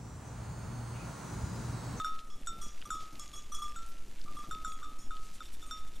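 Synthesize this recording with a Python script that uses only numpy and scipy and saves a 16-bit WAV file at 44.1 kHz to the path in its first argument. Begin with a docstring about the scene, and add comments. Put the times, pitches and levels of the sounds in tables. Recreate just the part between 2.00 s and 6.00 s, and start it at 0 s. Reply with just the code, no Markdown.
"""Belled sheep in a dry clearing

A flock walks over dry grass; two sheep wear small sheet-metal bells, rung by their clappers.
The nearer bell clonks in single blows, the other rattles. Hooves thud, snap stalks and brush
through leaves, over a faint outdoor hush and slow air pressure on the microphone.
Bushes throw back a thin echo of the bells and snaps."""
import sys
import numpy as np
from scipy import signal
from scipy.fft import rfft, irfft
from scipy.io import wavfile

SR = 44100
rng = np.random.default_rng(int(sys.argv[2]) if len(sys.argv) > 2 else 0)


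def generate_wav(sig):
    """Save sig (samples, or channels by samples) to the path in sys.argv[1] as 16-bit PCM at SR."""
    pcm = np.round(np.clip(np.atleast_2d(sig).T, -1, 1) * 32767).astype(np.int16)
    wavfile.write(sys.argv[1], SR, pcm)


N = 176400

# wall modes of the near bell, grouped in families: f/Hz, relative level/dB
NEAR_BELL_MODES = [
    [(1271, 0)],
    [(1347.5, 0)],
    [(3551, -8), (3607, 0)],
    [(5561, 0), (5738, -10)],
    [(7236, 0)],
    [(6712, -13), (6922, -6), (7725, 0)],
    [(8583, -5), (8650, -6), (9033, -7), (9767, -6), (10072, -6), (10599, -4), (10928, -8), (11339, -8),
     (11926, -9)],
]


def undb(db):
    """Decibels to gain."""
    return 10 ** (np.asarray(db) / 20)


def unit(x):
    """Scale to rms 1."""
    return x / (x.std() + 1e-12)


def colour(x, points):
    """EQ along points of f/Hz, level/dB, then scale to rms 1."""
    hz, db = np.array(points, float).T
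    bins_hz = np.maximum(np.fft.rfftfreq(N, 1 / SR), .1)
    gain = undb(np.interp(np.log(bins_hz), np.log(hz), db))
    return unit(irfft(rfft(x) * gain, N))


def fader(points):
    """Gain ride through points of t/s, level/dB."""
    return undb(np.interp(np.arange(N) / SR, *np.array(points, float).T))


def band_noise(hz, width, size):
    """Noise around a centre; the width is in natural-log units of frequency."""
    edges = np.clip(hz * np.exp(np.array([-.5, .5]) * width), 20, [SR * .4, SR * .45])
    bandpass = signal.butter(2, edges, "band", fs=SR, output="sos")
    return unit(signal.sosfilt(bandpass, rng.standard_normal(size)))


def add(out, start, sound):
    """Mix a sound in from a start time in seconds."""
    i = int(round(start * SR))
    sound, i = sound[max(-i, 0):], max(i, 0)
    out[i:i + len(sound)] += sound[:max(N - i, 0)]


def grains(per_s, spread_db, decay_s):
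    """Random short bursts of noise, a few louder than the rest."""
    hits = (rng.random(N) < per_s / SR) * undb(spread_db * np.minimum(rng.exponential(size=N), 3))
    power = signal.lfilter([1], [1, -np.exp(-2 / (decay_s * SR))], hits ** 2 + 1e-18)
    return np.sqrt(power) * rng.standard_normal(N)


def sway(t, rate_hz=22):
    """Random motion of a swinging bell."""
    return np.interp(t * rate_hz, np.arange(rate_hz + 1), rng.standard_normal(rate_hz + 1))


def ring(clock, hz, db, t60, waver_db=0):
    """One fading mode; any level waver eases in over 1/22 s."""
    t = clock[:int(max(t60, .01) * SR)]
    waver = waver_db * sway(t) * np.minimum(t * 22, 1)
    return undb(db + waver - 60 * t / t60) * np.sin(2 * np.pi * hz * t)


def bell(families, t60s, blows, cavity, low_families, contact_s, survives, rests_s=()):
    """Clapper blows ring the wall; the low families pump the air inside; later touches choke the ring."""
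    swing_cents, spot_spread_db = 3, 3
    tick_db, tick_s, choke_s = -10, .002, .003
    out, t = np.zeros(N), np.arange(SR // 2) / SR
    tick_noise = band_noise(3700, width=3.15, size=N)
    touches_s = [blow[0] for blow in blows] + list(rests_s)
    for start, *levels, ring_share in blows:
        gains, clonk = undb(levels), np.zeros(len(t))
        clock = np.cumsum(2 ** (swing_cents * sway(t) / 1200)) / SR  # the swing bends the pitch
        add(clonk, 0, -gains[:low_families].sum() * ring(clock, **cavity))
        for family, modes in enumerate(families):
            waver_db = 2.5 if family >= low_families else 0
            for hz, db in modes:
                spot_db = (db < 0) * spot_spread_db * rng.standard_normal()  # weak modes vary by spot hit
                mode = ring(clock, hz, db + spot_db, t60s[family] * ring_share, waver_db)
                add(clonk, 0, gains[family] * mode)
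        clonk *= 1 - np.exp(-t / contact_s)
        tick = np.exp(-t / tick_s) * np.roll(tick_noise, rng.integers(N))[:len(t)]
        clonk += undb(tick_db) * np.linalg.norm(gains[low_families:]) * tick
        for touch in touches_s:
            if 0 < touch - start < t[-1]:
                clonk *= 1 - (1 - survives) * np.clip((t - touch + start) / choke_s, 0, 1)
        add(out, start, clonk)
    return out


def near_bell():
    """Hard single clonks; once the clapper falls against the wall without a blow and chokes the ring."""
    # the spot hit decides which families ring: t/s, relative level/dB of all seven, share of ring time
    blows = [(-0.02, -28, -72, -37, -41, -57, -31.5, -65, 0.33),
             (0.0452, -34, -46, -44.5, -48, -55, -57, -60.5, 0.77),
             (0.471, -51.5, -41.5, -46.5, -50, -56, -40.5, -67, 0.65),
             (0.904, -36.5, -49.5, -51.5, -54, -44, -47.5, -59.5, 0.82),
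             (1.76, -57.5, -46, -57.5, -65, -62, -51.5, -74, 0.85),
             (2.5103, -40, -57, -50.5, -58, -50, -61, -65, 0.8),
             (2.647, -38.5, -50.5, -51.5, -55.5, -45, -54, -67, 0.7),
             (2.829, -47.5, -62.5, -56.5, -64, -62, -62.5, -76, 1),
             (3.107, -43.5, -58, -58, -68, -66, -67, -74, 0.84),
             (3.405, -46, -56.5, -54, -63, -63, -71, -82, 0.9),
             (3.626, -55, -74, -61, -69, -61, -69, -76, 1),
             (3.71, -43.5, -61, -44.5, -47, -50, -66, -65, 0.81)]
    # free ring time of each family: t60/s
    t60s = [0.71, 0.82, 0.35, 0.29, 0.16, 0.19, 0.22]
    return undb(3) * bell(NEAR_BELL_MODES, t60s, blows, cavity=dict(hz=1435, db=1, t60=.031),
                          low_families=2, contact_s=.0003, survives=.13, rests_s=[3.423])


def hooves():
    """Many soft thuds on turf."""
    # swell of the trampling: t/s, relative level/dB
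    ride = [(0, -64), (.35, -65.5), (.5, -60), (.66, -56), (.78, -60.5), (.92, -58), (1.14, -57),
            (1.32, -69.5), (1.65, -65), (2.1, -67), (2.28, -59), (2.42, -54.5), (2.6, -63.5), (2.8, -64),
            (3.25, -66), (3.6, -66.5), (4, -64.5)]
    # dull tone of the turf: f/Hz, relative level/dB
    tone = [(50, -14), (90, 0), (160, 0), (300, -3.5), (500, -12), (900, -18.5), (2000, -30)]
    thuds = grains(per_s=80, spread_db=1.85, decay_s=.008)
    return undb(1.5) * fader(ride) * colour(thuds, tone)


def leaves():
    """Fine crackle of the whole flock in the grass, and single legs swishing through dry leaves."""
    # swell of the rustle: t/s, relative level/dB
    ride = [(0, -58), (.3, -72), (.62, -64), (.9, -64), (1.05, -66.5), (1.11, -66.5), (1.27, -63),
            (1.48, -65), (1.8, -64), (2.05, -67.5), (2.4, -64.5), (2.7, -65.5), (3.05, -69), (3.3, -65.5),
            (4, -66.5)]
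    # tone of dry grass: f/Hz, relative level/dB
    tone = [(500, -10), (1200, -1), (2800, 1.5), (4500, -2.5), (7000, -4.5), (10000, -12.5), (14000, -15.5)]
    # leg swishes: middle t/s, length/s, level/dB, centre f/Hz
    swishes = [(0.201, .02, -59, 3930), (1.026, 0.045, -57.5, 4100), (1.895, 0.032, -61.5, 8850),
               (2.231, 0.07, -82, 5880), (3.256, 0.083, -61.5, 5500), (3.351, 0.032, -57, 6000),
               (3.54, 0.026, -58.5, 7900)]
    crackle = grains(per_s=700, spread_db=3.5, decay_s=.0015)
    out = undb(3.5) * fader(ride) * colour(crackle, tone)
    t = np.arange(-SR // 8, SR // 8) / SR
    for middle, length, db, hz in swishes:
        swell = undb(db) * np.exp(-2 * (t / length) ** 2)
        add(out, middle + t[0], swell * band_noise(hz, width=1, size=len(t)))
    return out


def treble_rustle():
    """A faint, even sizzle at the top of the rustle."""
    # bright tone of the sizzle: f/Hz, relative level/dB
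    tone = [(2500, -57.5), (4500, -24), (7000, -1), (10000, -2), (14000, -9.5)]
    return undb(-71.5) * colour(grains(per_s=700, spread_db=.67, decay_s=.008), tone)


def hush():
    """A steady bed of faint outdoor noise."""
    # tone of the open air: f/Hz, relative level/dB
    tone = [(30, -6.5), (55, -0.5), (90, -23), (250, -17), (400, -23.5), (1000, -29.5), (1700, -34),
            (3300, -34.5), (4500, -38), (6700, -33.5), (10000, -38.5), (14000, -64)]
    return undb(-56.5) * colour(rng.standard_normal(N), tone)


def air_pressure():
    """Slow pressure swings on the microphone, mostly below hearing."""
    # sub-bass tone of the swings: f/Hz, relative level/dB
    tone = [(2, -1), (5, 5), (9, -18.5), (16, -9.5), (28, -18), (45, -30.5), (90, -56), (300, -70)]
    pressure = undb(-36) * colour(rng.standard_normal(N), tone)
    return pressure - pressure.mean()


def bush_echo(x):
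    """Bushes at the edge of the clearing scatter back a thin, diffuse echo."""
    echo_db, t60_s, build_s = -28, 1, .01
    t = np.arange(SR) / SR
    envelope = undb(-60 * t / t60_s) * np.clip(t / build_s, 0, 1) ** 2
    tail = envelope * band_noise(3750, width=.8, size=SR)
    return undb(echo_db) * signal.fftconvolve(x, tail / np.linalg.norm(tail))[:N]


def stalks():
    """Dry stalks snap under the hooves, each a tiny burst of noise."""
    # snaps: t/s, relative level/dB, centre f/Hz
    snaps = [(0.1605, -51, 3240), (0.1912, -42.5, 2880), (0.433, -52, 1990), (0.4633, -48, 7700),
             (0.683, -50, 6000), (0.7825, -58, 2860), (0.8162, -40.5, 2940), (0.824, -38.5, 2050),
             (1.005, -44, 3400), (1.056, -46.5, 3200), (1.155, -45, 2710), (1.196, -38.5, 6840),
             (1.2784, -46, 5460), (1.4227, -51, 5700), (1.7894, -50, 3540), (1.863, -46, 7100),
             (1.969, -49.5, 2690), (2.1854, -50, 2630), (2.215, -44, 3820), (2.2416, -49, 6200),
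             (2.295, -57, 2780), (2.3685, -51, 3370), (2.4399, -55, 3380), (2.549, -41, 3160),
             (2.7194, -41.5, 3230), (2.7883, -46, 2010), (3.1682, -46.5, 3460), (3.4554, -48, 3530),
             (3.773, -46, 3610), (3.9364, -50, 3130)]
    trim_db, decay_s = .5, .0016
    out, t = np.zeros(N), np.arange(SR // 20) / SR
    for start, db, hz in snaps:
        envelope = undb(db + trim_db) * np.exp(-t / decay_s)
        add(out, start, envelope * band_noise(hz, width=.64, size=len(t)))
    return out


def rattling_bell():
    """The farther bell: flurries of softer-edged blows that ring on through each other."""
    # wall modes, grouped in families: f/Hz, relative level/dB
    families = [
        [(1174, -11), (1198.5, 0), (1242, -17)],
        [(3354, -1), (3378, -6)],
        [(5324, -9), (5378, -2)],
        [(5744, -4), (5906, -2), (5935, -7)],
        [(6578, -4), (6618, -5), (6895, -6), (6925, -6), (7470, -14), (7625, -8)],
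        [(8338, -7), (8597, -4), (9020, -10), (9585, -10), (10198, -14), (10525, -14), (11315, -13),
         (11883, -15), (12060, -17)],
    ]
    # clapper blows: t/s, relative level/dB of each of the six families, share of ring time
    blows = [(0.3, -57.5, -59.5, -60, -65, -65.5, -81, 0.95),
             (0.613, -50.5, -56.5, -55, -55.5, -58, -51, 1),
             (0.854, -42.5, -56, -62, -53, -62, -51.5, 0.24),
             (0.925, -47.5, -59.5, -54, -63, -57.5, -56.5, 1),
             (1.193, -49.5, -51.5, -47, -63, -48.5, -60, 0.65), (1.222, -60, -82, -61, -67, -67, -62, 1),
             (1.333, -53, -50, -54, -70, -58, -56, 0.88), (1.36, -48, -48, -63, -52.5, -55.5, -56, 0.55),
             (1.519, -42, -56, -64, -48.5, -61, -50, 0.58), (1.546, -39.5, -42, -44, -50, -47.5, -44, 0.34),
             (1.585, -42.5, -49, -73, -61, -56, -52, 0.54), (1.619, -37, -45, -53, -62, -56.5, -54, 0.72),
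             (1.68, -47.5, -55.5, -56, -76, -69, -59.5, 0.44), (2.258, -53, -85, -94, -85, -86, -86, 1),
             (2.276, -45, -82, -107, -83, -83, -84, 0.7), (2.367, -42.5, -57.5, -62, -65, -67, -60, 1),
             (2.44, -40, -70, -66, -66, -67, -68, 0.34), (2.675, -65, -55, -72, -66, -56, -58, 0.89),
             (2.72, -59, -54, -76, -71, -67, -59, 0.54), (2.818, -47.5, -62.5, -75, -78, -79, -77, 1),
             (2.985, -82, -89, -60, -66, -61.5, -59.5, 0.82),
             (3.02, -79, -58, -61, -68, -69.5, -61.5, 0.64), (3.66, -61.5, -76, -79, -74, -61.5, -60, 1)]
    # free ring time of each family: t60/s
    t60s = [0.47, 0.4, 0.31, 0.39, 0.5, 0.22]
    return undb(3) * bell(families, t60s, blows, cavity=dict(hz=1335, db=-13, t60=.14),
                          low_families=1, contact_s=.0038, survives=.93)


def clapper_scrapes():
    """The sliding clapper rubs the upper modes of the near bell and damps them at once."""
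    # slides along the wall: middle t/s, length/s, level/dB
    slides = [(3.457, 0.031, -55.5), (3.546, 0.021, -59), (3.627, 0.026, -57), (3.792, .025, -57),
              (3.88, 0.016, -59.5), (3.962, 0.015, -56)]
    t60_s = .015
    t = np.arange(N) / SR
    ring_t = t[:SR // 10]
    wall = sum(undb(db) / hz * np.sin(2 * np.pi * hz * ring_t)
               for modes in NEAR_BELL_MODES[2:] for hz, db in modes)
    wall *= undb(-60 * ring_t / t60_s)
    rubbing = unit(signal.fftconvolve(rng.standard_normal(N), wall)[:N])
    return rubbing * sum(undb(db) * np.exp(-2 * ((t - middle) / length) ** 2)
                         for middle, length, db in slides)


def scene():
    """All sources sit in the centre; only the treble rustle has width."""
    accents = near_bell() + rattling_bell() + clapper_scrapes() + stalks()
    bed = hush() + air_pressure()
    mid = accents + bush_echo(accents) + leaves() + hooves() + bed
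    side = treble_rustle()
    return np.array([mid + side, mid - side])


def record(dry):
    """A steep low-pass cuts the top."""
    top_hz = 14400
    return signal.sosfilt(signal.ellip(10, .2, 70, top_hz, fs=SR, output="sos"), dry)


dry = scene()
out = record(dry)
generate_wav(out)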